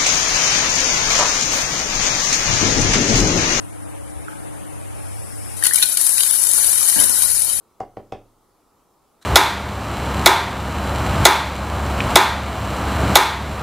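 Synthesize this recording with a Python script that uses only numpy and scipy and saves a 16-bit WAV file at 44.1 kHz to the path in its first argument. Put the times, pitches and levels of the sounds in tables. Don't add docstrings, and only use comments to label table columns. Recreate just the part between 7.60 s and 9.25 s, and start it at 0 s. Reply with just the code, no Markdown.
import sys
import numpy as np
from scipy import signal
from scipy.fft import rfft, irfft, next_fast_len
from scipy.io import wavfile
from scipy.ndimage import uniform_filter1d

SR = 44100
rng = np.random.default_rng(int(sys.argv[2]) if len(sys.argv) > 2 else 0)


def unload_wav(signal):
    wavfile.write(
        sys.argv[1],
        SR,
        np.round(np.clip(np.atleast_2d(signal).T, -1, 1) * 32767).astype(np.int16),
    )


def natural_amplitude(level_db):
    exponent = np.asarray(level_db, float) / 20
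    return 10 ** exponent


N = 72765


def unit(x):
    return x / np.sqrt(np.mean(x ** 2) + 1e-20)


def along(points, hz):
    f, v = np.transpose(points)
    return np.interp(np.log(hz + 1), np.log(f + 1), v)


def filtered(x, response):
    m = next_fast_len(x.shape[-1] + 8192)
    return irfft(rfft(x, m) * response(np.fft.rfftfreq(m, 1 / SR)), m)[..., :x.shape[-1]]


def ring(modes, t, attack_s):
    hz, db, t60 = np.transpose(modes)[:, :, None]
    t = np.maximum(t, 0)
    db = db + 0.7 * rng.standard_normal(hz.shape)
    decaying = natural_amplitude(db - 60 * t / t60) * np.sin(2 * np.pi * hz * t)
    return decaying.sum(0) * (1 - np.exp(-t / attack_s))


def rush(spectrum, alike, patchy_db):
    z = signal.stft(rng.standard_normal((2, N)), nperseg=512)[2]
    field = uniform_filter1d(rng.standard_normal(z.shape[1:]), size=3, axis=0)
    field = uniform_filter1d(field, size=12, axis=1)
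    pair = signal.istft(z * natural_amplitude(patchy_db * unit(field)), nperseg=512)[1][:, :N]
    closed = list(spectrum) + [(spectrum[-1][0] * 1.3, -90)]

    def mid_side(hz):
        turn = np.arccos(np.clip(along(alike, hz), -1, 1)) / 2
        return natural_amplitude(along(closed, hz)) * [np.cos(turn), np.sin(turn)]

    mid, side = filtered(pair, mid_side)
    return unit(np.array([mid + side, mid - side]))


# frequency in Hz, level in dB, t60 in seconds.
TABLE_TOP = [(200, -16, .03), (335, -4, .03), (455, -5, .04)]
# frequency in Hz, level in dB, t60 in seconds.
PAD_LID = [(600, -3, .028), (680, -8, .03)]
# frequency in Hz, level in dB, t60 in seconds.
PAD_CASE = [(770.5, -2.5, 0.037), (729.3, -13, 0.076)]
# frequency in Hz, level in dB, t60 in seconds.
PAD_UPPER = [(956, 17.5, 0.016), (1089, 4, 0.04), (1350, -16, 0.075)]


def flat_blow(t, thud_db, case_db, upper_db):
    sink_s = 0.0003
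    blow = -natural_amplitude(thud_db) * ring(TABLE_TOP, t - sink_s, attack_s=0.0009)
    for modes, db in ((PAD_LID, thud_db), (PAD_CASE, case_db), (PAD_UPPER, upper_db)):
        blow = blow + natural_amplitude(db) * ring(modes, t, attack_s=0.0012)
    return blow


def soft_press(t, case_db):
    press_s, press_db = 0.006, -15
    fade = natural_amplitude(-60 * np.maximum(t, 0) / press_s)
    swell = ring([(681, 0.0086, 0.91)], t + press_s, attack_s=press_s)
    return natural_amplitude(case_db + press_db) * fade * swell


# frequency in Hz, level in dB, t60 in seconds.
TABLE_FRAME = [(27.5, -28.5, 0.73), (71.6, -17, 0.15), (121, -12, 0.096), (110.25, -26.5, 0.64),
               (216.1, -20.5, 0.24), (394.6, -19, 0.29), (572, -11, 0.059)]


def frame_thud(t, thud_db):
    return -natural_amplitude(thud_db) * ring(TABLE_FRAME, t, attack_s=0.004)


# frequency in Hz, level in dB, t60 in seconds.
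ACRYLIC = [(1794, 2, 0.012), (2079, 2.5, 0.025), (2340, -4, 0.041), (2820, 1, 0.013)]
# frequency in Hz, level in dB.
TICK_TINT = [(500, -6), (1200, 5), (2500, 9), (4200, 2), (6300, 0), (9000, -7.5), (15000, -13.5)]


def edge_tick(s, db, cut_hz):
    t = np.arange(N) / SR - s
    grit = rng.standard_normal(N) * natural_amplitude(-60 * abs(t) / 0.014) * (t >= 0)
    click = natural_amplitude(13) * (np.arange(N) == round(s * SR))
    contact = filtered(click + grit, lambda hz: natural_amplitude(along(TICK_TINT, hz)))
    tick = contact + natural_amplitude(-8) * ring(ACRYLIC, t, attack_s=0.0001)
    return natural_amplitude(db) * filtered(tick, lambda hz: 1 / (1 + 1j * hz / cut_hz))


TICK_TIMES = [
    0.2038,
    0.3696,
    0.5224,
]
# level in dB, cut-off in Hz.
TICK_FORCE = [
    (-40, 12000),
    (-41.5, 2740),
    (-35, 7700),
]
BLOW_TIMES = [
    0.2057,
    0.3713,
    0.5241,
]
# thud level in dB, pad case level in dB, upper mode level in dB.
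BLOW_FORCE = [
    (-21.5, -13, -35),
    (-22, -23.5, -44),
    (-20, -19, -41),
]
# frequency in Hz, left over right in dB.
STEREO_LEAN = [(100, -2.5), (180, 10), (350, -5), (700, 2), (1400, -4.5), (3000, 0.5), (8000, 2.5)]


def knocks():
    t = np.arange(N) / SR
    blows, frame, ticks = 0, 0, 0
    for s, (thud_db, case_db, upper_db) in zip(BLOW_TIMES, BLOW_FORCE):
        blows = blows + flat_blow(t - s, thud_db, case_db, upper_db) + soft_press(t - s, case_db)
        frame = frame + frame_thud(t - s, thud_db)
    for s, (db, cut_hz) in zip(TICK_TIMES, TICK_FORCE):
        ticks = ticks + edge_tick(s, db, cut_hz)
    heard = blows + frame + ticks + room(blows, ticks)
    return filtered(heard, lambda hz: natural_amplitude(along(STEREO_LEAN, hz) * [[.5], [-.5]]))


# delay in seconds, level in dB.
REFLECTIONS = [
    (.0090, -13),
    (.0104, -8),
    (.0208, -22),
    (.0276, -19),
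    (.0325, -19),
]
# frequency in Hz, t60 in seconds.
ROOM_DECAY = [(30, 0.44), (160, 0.57), (420, 0.32), (800, 0.22), (1300, .2), (2900, 0.25), (7700, 0.15)]


def room(blows, ticks):
    def late(hz, s):
        return np.exp(-2j * np.pi * hz * s)

    def slap_back(hz):
        echoes = sum(natural_amplitude(db) * late(hz, s) for s, db in REFLECTIONS)
        return echoes / (1 + 1j * hz / 1950)

    hz, t, z = signal.stft(rng.standard_normal((2, SR // 2)), SR, nperseg=256)
    a, b = signal.istft(z * natural_amplitude(-60 * t / along(ROOM_DECAY, hz)[:, None]), SR, nperseg=256)[1]
    turn = np.arccos(0.94) / 2
    mid, side = np.cos(turn) * a, np.sin(turn) * b
    tail = np.array([mid + side, mid - side]) / np.linalg.norm(a)
    slaps = filtered(blows + ticks, slap_back)
    gap_s = 0.014
    fed = natural_amplitude(-10) * filtered(blows, lambda hz: late(hz, gap_s)) + natural_amplitude(-0.5) * ticks
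    return slaps + signal.fftconvolve(fed[None], tail, axes=1)[:, :N]


# time in seconds, level in dB.
STROKE = [
    (1.604, -99),
    (1.613, -62),
    (1.62, -56.5),
    (1.628, -48.5),
    (1.636, -60),
    (1.65, -65),
]
# frequency in Hz, level in dB per Hz.
CARD_COLOUR = [(500, -54), (900, -14), (1500, -7), (2600, -22), (4000, -8), (5000, -21), (6500, -14),
               (15700, -29.5)]
# start in seconds, level in dB, frequency in Hz, t60 in seconds.
CARD_SNAPS = [
    (1.6265, -48, 5800, .005),
    (1.6265, -52, 8800, .004),
    (1.618, -55, 3970, .07),
    (1.6335, -47, 1300, .006),
    (1.6255, -51, 1500, .012),
]


def card():
    t = np.arange(N) / SR
    stroke = natural_amplitude(np.interp(t, *np.transpose(STROKE), left=-120))
    grain = natural_amplitude(1.2 * rng.standard_normal(N // 40 + 1)).repeat(40)[:N]
    grit = unit(rush(CARD_COLOUR, [(1000, 0.91)], patchy_db=1) * grain)
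    snaps = 0
    for s, db, hz, t60 in CARD_SNAPS:
        decay = natural_amplitude(db - 60 * abs(t - s) / t60) * (t >= s)
        snaps = snaps + decay * np.sin(2 * np.pi * hz * (t - s))
    return stroke * grit + snaps


# frequency in Hz, level in dB per Hz.
HUM_COLOUR = [(20, -14), (48, -9), (130, -12), (360, -7.5), (650, -12.5), (810, -9.5), (1300, -12),
              (1550, -25)]
# frequency in Hz, left-right likeness from 0 to 1.
HUM_LIKENESS = [(50, 0.65), (500, 0.81), (1400, 0.84)]
# frequency in Hz, level in dB per Hz.
HISS_COLOUR = [(940, -49), (1600, -6), (2710, -8), (3120, -8.5), (10700, -7.5), (15700, -13)]
# frequency in Hz, left-right likeness from 0 to 1.
HISS_LIKENESS = [(1600, 0.62), (4200, 0.86), (5000, 0.48), (10000, 0.13), (15000, 0.6)]


def floor():
    hum = rush(HUM_COLOUR, HUM_LIKENESS, patchy_db=0.5)
    hiss = rush([(30, -46)] + list(HISS_COLOUR), HISS_LIKENESS, patchy_db=2.0)
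    return natural_amplitude(-61.5) * hum + natural_amplitude(-69) * hiss


def scene():
    return knocks() + card() + floor()


def roll_off(x):
    return signal.sosfilt(signal.butter(12, 16110, fs=SR, output="sos"), x)


def record(dry):
    mix = filtered(dry, lambda hz: hz < 15780)
    return roll_off(mix)


dry = scene()
out = record(dry)
unload_wav(out)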